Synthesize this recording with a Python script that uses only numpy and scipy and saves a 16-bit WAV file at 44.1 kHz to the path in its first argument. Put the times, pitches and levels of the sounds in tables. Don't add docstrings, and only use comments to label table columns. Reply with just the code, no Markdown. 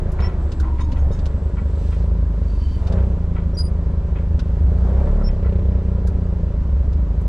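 import sys
import numpy as np
from scipy import signal
from scipy.fft import rfft, irfft
from scipy.io import wavfile
from scipy.ndimage import uniform_filter1d

SR = 44100
rng = np.random.default_rng(int(sys.argv[2]) if len(sys.argv) > 2 else 0)


def inscribe(sig):
    pcm = np.round(np.clip(np.atleast_2d(sig).T, -1, 1) * 32767)
    wavfile.write(sys.argv[1], SR, pcm.astype(np.int16))


N = 321048

# (frequency [Hz], level [dB])
BLOCK_COLOUR = [(130, -35.5), (230, 3.5), (310, -15.5), (380, -4), (480, -6), (570, -5.5), (680, -10.5),
                (970, -16), (1230, -19.5), (1700, -24.5), (4000, -50), (9000, -91)]
# (frequency [Hz], level [dB])
LINK_MODES = [(3700, -2), (4600, -8), (5300, -3), (6250, -5), (6540, 1), (6850, -3), (8400, -6), (9600, -8),
              (10300, -11)]
IDLE_PER_S = 27


def amp(db):
    return 10 ** (np.asarray(db) / 20)


def evened(x):
    return x / np.sqrt(np.mean(x ** 2) + 1e-20)


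def read(points, hz):
    f, value = np.transpose(points)
    return np.interp(np.log(hz + 1), np.log(f + 1), value)


def curve(rows, t):
    s, *columns = np.transpose(rows)
    return [np.interp(t, s, c) for c in columns]


def add(mix, s, sound):
    part = mix[..., round(s * SR):][..., :sound.shape[-1]]
    part += sound[..., :part.shape[-1]]


def resonate(x, hz, width):
    r = np.exp(-np.pi * width / SR)
    turn = np.exp(2j * np.pi * np.cumsum(hz * np.ones(x.shape[-1])) / SR)
    smoothed = signal.lfilter([1 - r], [1, -r], x / turn)
    return 2 * (turn * smoothed).real


def causal(x, colour, early=0):
    hz = abs(np.fft.fftfreq(2 ** 15, 1 / SR))
    log_gain = np.log(amp(read(colour, hz)))
    phase = (1 - early) * signal.hilbert(log_gain).imag
    response = np.fft.ifft(np.exp(log_gain - 1j * phase)).real
    return signal.oaconvolve(x, np.fft.fftshift(response), 'same')


def noise(colour, patchy_db):
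    # (frequency [Hz], likeness [0 to 1])
    likeness = [(130, 1), (290, 1), (630, 0.9), (1370, 0.81), (3000, 0.97), (8000, 0.59)]
    # (frequency [Hz], phase [radians])
    left_lead = [(100, -0.19), (860, -0.36), (2800, -1.07), (5500, -0.58)]
    # (frequency [Hz], difference [dB])
    left_tilt = [(200, 1.5), (1260, 2), (4200, -0.5), (10000, 2)]
    frames, hz = N // 256 + 5, np.fft.rfftfreq(1024, 1 / SR)
    a, b, c, d, patches = rng.standard_normal((frames, len(hz), 5)).T
    patches = uniform_filter1d(patches, size=12, axis=0)
    patches = evened(uniform_filter1d(patches, size=10, axis=1))
    same = np.clip(read(likeness, hz), -1, 1)[:, None]
    left = a + 1j * b
    right = same * left + np.sqrt(1 - same ** 2) * (c + 1j * d)
    skew = (amp(read(left_tilt, hz) / 2) * np.exp(.5j * read(left_lead, hz)))[:, None]
    gain = amp(read(colour, hz)[:, None] + patchy_db * patches)
    z = np.array([left * skew, right / skew]) * gain
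    return evened(signal.istft(z, nperseg=1024, noverlap=768)[1][:, :N])


def labour():
    halfway_s, fade_s = 1.41, 0.92
    return np.clip((halfway_s - np.arange(N) / SR) / fade_s + .5, 0, 1)


def roar():
    # (frequency [Hz], level [dB])
    roar_colour = [(60, -35), (128, -12.5), (178, -8.5), (309, -17), (568, -32), (800, -47), (960, -25),
                   (1100, -34), (7640, -62.5), (12200, -99), (13200, -125)]
    return amp(-36) * noise(roar_colour, patchy_db=.7)


def oil_hiss():
    # (frequency [Hz], level [dB])
    hiss_colour = [(2000, -4.5), (4000, -6), (6500, -11), (7700, -11.5), (9000, -17), (12500, -25),
                   (13200, -72.5)]
    # (centre time [s], half length [s], level [dB])
    spurts = [(1.887, 0.15, -55.5), (2.73, 0.33, -60.5), (4.98, 0.37, -63.5)]
    steady_db, labour_db = -62.5, 3
    t = np.arange(N) / SR
    level = amp(steady_db + labour_db * labour())
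    level = level + sum(amp(db) * np.exp(-((t - s) / half) ** 2) for s, half, db in spurts)
    return level * noise(hiss_colour, patchy_db=1.2)


def pump_moan():
    # (time [s], frequency [Hz], level [dB])
    moan_path = [(.3, 362.7, -39.5), (.9, 291, -41), (1.15, 275, -57.5)]
    width_hz = 32
    t = np.arange(N) / SR
    hz, level_db = curve(moan_path, t)
    moan = resonate(rng.standard_normal(N), hz, width_hz)
    moan = evened(resonate(moan, hz, width_hz))
    return amp(level_db - 60 * (t > moan_path[-1][0])) * moan


def drive():
    return roar() + oil_hiss() + pump_moan()


def booms():
    # (frequency [Hz], width [Hz], level [dB])
    cab_modes = [(43, 9, -6), (68, 9, 3)]
    # (time [s], level [dB])
    bumps = [(0, -28), (1.1, -23), (1.4, -25.5), (2.5, -28), (2.9, -26), (3.4, -26.5), (5.2, -23.5),
             (6.2, -26.5), (6.6, -21.5), (7.28, -24.5)]
    jolt = rng.standard_normal(N)
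    rolling = sum(amp(db) * evened(resonate(resonate(jolt, hz, w), hz, w)) for hz, w, db in cab_modes)
    return amp(curve(bumps, np.arange(N) / SR)[0]) * rolling


def blow_of_noise(hz, octaves, rise, t60):
    t, f = np.arange(2 ** 13) / SR, np.fft.rfftfreq(2 ** 13, 1 / SR)
    common, own = rng.standard_normal(len(t)), rng.standard_normal((2, len(t)))
    bell = np.exp(-.5 * (np.log2((f + 1) / hz) / octaves) ** 2)
    bell = bell / np.sqrt(f + hz)
    band = evened(irfft(rfft(common + 0.91 * own) * bell))
    shape = (1 - np.exp(-t / max(rise, 1e-4))) * amp(-60 * t / t60)
    return band * shape / shape.max() * amp([[1.1], [-1.1]])


def roughened(sound, depth_db, size):
    swing = evened(uniform_filter1d(rng.standard_normal(sound.shape[1]), size=size))
    return sound * amp(depth_db * swing - 1)


def ticks():
    # (time [s], level [dB], centre frequency [Hz], level of the low body [dB])
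    tick_list = [(0.117, -55, 7850, -65), (0.2, -45.5, 3000, -56), (0.517, -44, 3340, -62),
                 (0.598, -46.5, 4670, -40.5), (0.917, -43.5, 2950, -53), (1.188, -50, 3160, -65),
                 (1.255, -44, 3470, -49), (2.8686, -46, 3130, -60), (2.921, -47, 3430, -56),
                 (3.584, -47, 5200, -45), (4.3907, -43, 3100, -45), (6.0702, -49.5, 5600, -47),
                 (6.927, -55, 3440, -60), (7.21, -63, 7500, -67)]
    mix = np.zeros((2, N))
    for s, db, hz, body_db in tick_list:
        tick = blow_of_noise(hz, octaves=0.74, rise=.004, t60=.065)
        rings = sum(amp(3 * rng.standard_normal()) * resonate(tick, f, width=200) for f, _ in LINK_MODES)
        body = blow_of_noise(1480, octaves=.15, rise=.003, t60=.09)
        add(mix, s, amp(db) * (0.99 * tick + 0.5 * rings) + amp(body_db) * body)
    return mix


def clunks():
    # (time [s], level [dB], centre frequency [Hz], width [octaves], time to die by 60 dB [s])
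    clunk_list = [(0.185, -37, 980, 1, 0.25), (0.229, -48, 1790, 1, 0.23), (0.622, -42, 1070, 0.63, 0.25),
                  (0.781, -44, 1260, 1, 0.1), (.955, -50, 1480, 1, 0.12), (1.567, -47.5, 1324, 0.79, 0.14),
                  (1.915, -49.5, 1840, 0.85, 0.087), (2.972, -43, 910, 1, 0.096),
                  (3.352, -45.5, 1320, 0.82, 0.21), (4.15, -47.5, 1580, 0.71, 0.19),
                  (4.974, -50, 1700, 0.64, 0.076), (5.063, -44.5, 1120, 0.67, 0.1),
                  (5.201, -50, 1380, 0.41, .08), (5.442, -47.5, 1380, 0.49, 0.11),
                  (5.284, -53, 2120, 0.52, 0.073)]
    # (frequency [Hz], level [dB])
    fork_modes = [(730, -3), (950, -1), (1030, -2), (1350, -1), (1960, -3), (2260, -5), (2520, -6),
                  (3170, -5)]
    mix = np.zeros((2, N))
    for s, db, hz, octaves, t60 in clunk_list:
        thud = blow_of_noise(hz, octaves, rise=0.027, t60=t60)
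        thud = roughened(thud, depth_db=3.2, size=250)
        rings = sum(amp(mode_db + 3 * rng.standard_normal()) * resonate(thud, f, width=35)
                    for f, mode_db in fork_modes)
        add(mix, s, amp(db) * (thud + 4.2 * rings))
    return mix


def jingles():
    # (time [s], level [dB], centre of the scrape [Hz])
    jingle_list = [(0.796, -49.5, 3620), (0.974, -59, 7100), (1.112, -51, 4330)]
    mix = np.zeros((2, N))
    for s, db, centre_hz in jingle_list:
        scrape = blow_of_noise(centre_hz, octaves=0.85, rise=.015, t60=0.14)
        scrape = roughened(scrape, depth_db=2.5, size=200)
        rings = sum(amp(mode_db + 3 * rng.standard_normal())
                    * resonate(resonate(scrape, hz, width=110), hz, width=250) for hz, mode_db in LINK_MODES)
        add(mix, s, amp(db) * (amp(14) * rings + 0.6 * scrape))
    return mix


def squeals_and_moan():
    # (start [s], end [s], first frequency [Hz], last frequency [Hz], width [Hz], level [dB])
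    glide_list = [(2.44, 2.83, 4550, 4570, 140, -59.5), (2.58, 2.81, 3065, 3065, 120, -59),
                  (.72, 1.3, 250, 284, 12, -43), (.37, .64, 7700, 7700, 350, -69),
                  (1.0, 2.1, 7750, 7700, 450, -72), (3.66, 3.7, 9600, 9550, 300, -62),
                  (.64, 1.05, 1000, 895, 45, -46.5)]
    mix = np.zeros((2, N))
    for start, end, first_hz, last_hz, width, db in glide_list:
        common, own = rng.standard_normal(2 * SR), rng.standard_normal((2, 2 * SR))
        hz = np.linspace(first_hz, last_hz, round((end - start) * SR))
        glide = (common + 0.11 * own)[:, :len(hz)]
        glide = evened(resonate(resonate(glide, hz, width), hz, width))
        add(mix, start, amp(db) * glide * signal.windows.tukey(len(hz), .4))
    return mix


def squeaks():
    # (start [s], length [s], first frequency [Hz], last frequency [Hz], level [dB],
    #  second partial relative to the first [dB])
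    squeak_list = [(0.215, 0.069, 5330, 5450, -40.5, -35), (3.542, 0.028, 5600, 5750, -47.5, -20),
                   (3.568, 0.059, 4870, 4926, -27.5, -19), (3.622, 0.052, 4860, 4740, -47.5, 0.5),
                   (3.641, 0.049, 4860, 4900, -46, -18), (5.236, 0.064, 5350, 5400, -39, -38)]
    grip_s, slip_s, swell_db, edge_db = 0.0093, 0.017, 5.5, -15.5
    mix = np.zeros((2, N))
    for start, length, first_hz, last_hz, db, second_db in squeak_list:
        t = np.arange(0, length, 1 / SR)
        level_db = db + np.interp(t, [0, grip_s, length - slip_s, length], [edge_db, -swell_db, 0, edge_db])
        flutter = evened(uniform_filter1d(rng.standard_normal(SR // 4), size=100))[:len(t)]
        flutter = flutter * np.clip((-30 - level_db) / 30, 0, 1)
        turns = np.cumsum(np.linspace(first_hz, last_hz, len(t)) * (1 + .008 * flutter)) / SR
        tone = np.sin(2 * np.pi * turns)
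        tone = tone + amp(second_db) * np.sin(2 * np.pi * 2 * turns)
        tone = tone + amp(1.25 * second_db - 22) * np.sin(2 * np.pi * 3 * turns)
        tone = np.sqrt(2) * amp(level_db) * (1 + 0.21 * flutter) * tone
        add(mix, start, signal.windows.tukey(len(t), .15) * tone * amp([[.4], [-.4]]))
    return mix


def cab_thump(firing, speed, second_db):
    # (frequency [Hz], level [dB])
    cab_colour = [(4, -56.5), (15, 1.5), (30, -22.5), (55, 7), (85, 7), (110, -3), (135, -16.5),
                  (170, -4.5), (200, -10.5), (240, -25), (300, -29.5), (900, -77.5), (3000, -120)]
    thump = evened(causal(firing, cab_colour, early=0.48))
    second = amp(second_db) * resonate(thump, 2 * speed, width=8)
    sixth = amp(-0.5) * resonate(thump, 6 * speed, width=8)
    return thump + second + sixth


def piston_shake(turns):
    fast_shake_db = [-16, -13.5, -13.5]
    shake = np.cos(2 * np.pi * (turns + .13))
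    for k, db in enumerate(fast_shake_db, 4):
        shake = shake + amp(db) * np.cos(2 * np.pi * k * turns)
    return np.sqrt(2) * shake


def block_ring(blow, wander, speed):
    # (frequency [Hz], width [Hz], level [dB])
    block_modes = [(385, 31, -1), (445.6, 39, -2), (561, 36, 1.5)]
    t = np.arange(3000) / SR
    push = signal.oaconvolve(blow, t * np.exp(-t / 0.00023))[:N]
    knock = causal(push, BLOCK_COLOUR)
    ring = 0.28 * knock
    for (hz, width, db), drift in zip(block_modes, wander):
        ring = ring + amp(db) * resonate(knock, hz * (1 + .01 * drift), width)
    return amp(-19 + 0.45 * (speed - IDLE_PER_S)) * evened(ring)


def clatter_and_snap(blow, speed, thump_db):
    rattle_db, rattle_db_per_hz, labour_db = -43, 1.07, 5.5
    pickup_db_per_hz_s, pickup_s = 0.3324, 0.34
    snap_db, snap_db_per_hz = -9.5, 2.4
    t = np.arange(3000) / SR
    metal = noise(BLOCK_COLOUR, patchy_db=.8)
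    burst = evened(signal.oaconvolve(blow, (1 - np.exp(-t / .002)) * np.exp(-t / .009))[:N])
    clatter = metal * amp(thump_db - 30.0) * burst

    pickup = uniform_filter1d(np.gradient(speed) * SR, round(pickup_s * SR), mode='nearest')
    steady_db = rattle_db + rattle_db_per_hz * (speed - IDLE_PER_S) + labour_db * labour()
    steady_db = steady_db + pickup_db_per_hz_s * np.maximum(pickup, 0)
    rattle = amp(steady_db) * signal.lfilter(*signal.butter(1, 350, 'high', fs=SR), metal)

    treble = evened(uniform_filter1d(np.diff(metal, 2, prepend=[[0, 0]] * 2), size=6))
    snap = signal.oaconvolve(blow, t / .004 * np.exp(-t / .004))[:N] * treble
    level_db = 2 * thump_db + snap_db + snap_db_per_hz * np.minimum(speed - IDLE_PER_S, 4)
    return clatter + rattle + amp(level_db) * snap


def engine():
    # (time [s], speed [firings per second])
    speed_path = [(0.0, 28.35), (0.475, 27.21), (0.638, 22.84), (0.85, 20.43), (1.232, 26.16),
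                  (1.61, 25.15), (2.141, 27.07), (2.494, 25.63), (2.77, 18.38), (2.999, 31.75),
                  (3.235, 27.65), (3.938, 27.0), (4.593, 26.69), (4.722, 27.75), (5.172, 36.24),
                  (5.38, 31.16), (6.049, 29.88), (6.68, 26.43), (7.28, 26.8)]
    # (time [s], thump level [dB], piston shake level [dB], lift at twice the firing rate [dB])
    load_path = [(0, -21.5, -22, -23), (.55, -27.5, -29.5, -5), (1.1, -23, -21.5, -19),
                 (1.6, -20.5, -38.5, -1.5), (2.45, -21, -46, 4), (2.7, -23.5, -30, 13.5),
                 (2.95, -14.5, -28.5, -26), (3.2, -22.5, -26, -22), (4.5, -20.5, -33, -5.5),
                 (4.95, -18, -27, -3.5), (5.1, -20.5, -16, -27), (5.28, -30, -15.5, -36),
                 (5.42, -16.5, -25.5, -36), (6.7, -22.5, -31, -12), (7.28, -20.5, -38, 2.5)]
    uneven_db, uneven_labour_db = .8, 2.3
    t = np.arange(N) / SR
    speed = curve(speed_path, t)[0]
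    thump_db, shake_db, second_db = curve(load_path, t)

    sway = evened(resonate(resonate(rng.standard_normal(N), 9, 10), 9, 10))
    turns = .38 + np.cumsum(speed) / SR + (.004 + .03 * labour()) * sway
    fired = np.flatnonzero(np.diff(np.floor(turns)))

    chance = rng.standard_normal((len(fired), 5))
    firing, blow = np.zeros((2, N))
    firing[fired] = amp((uneven_db + uneven_labour_db * labour()[fired]) * chance[:, 0])
    blow[fired] = firing[fired] * amp(1.1 * chance[:, 1])
    upcoming = np.minimum(np.searchsorted(fired, np.arange(N)), len(fired) - 1)
    wander = chance[upcoming, 2:].T

    thump = amp(thump_db) * cab_thump(firing, speed, second_db)
    shake = amp(shake_db) * piston_shake(turns)
    ring = np.hypot(amp(thump_db), amp(shake_db - 6)) * block_ring(blow, wander, speed)
    return thump + ring + shake + clatter_and_snap(blow, speed, thump_db)


def scene():
    return drive() + booms() + ticks() + clunks() + jingles() + squeals_and_moan() + squeaks() + engine()


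def record(dry):
    edge_hz = 15000
    rounded = .7 * np.tanh(dry / .7)
    low_pass = signal.firwin(511, edge_hz, window=("kaiser", 9), fs=SR)
    return signal.oaconvolve(rounded, low_pass[None], "same")


dry = scene()
out = record(dry)
inscribe(out)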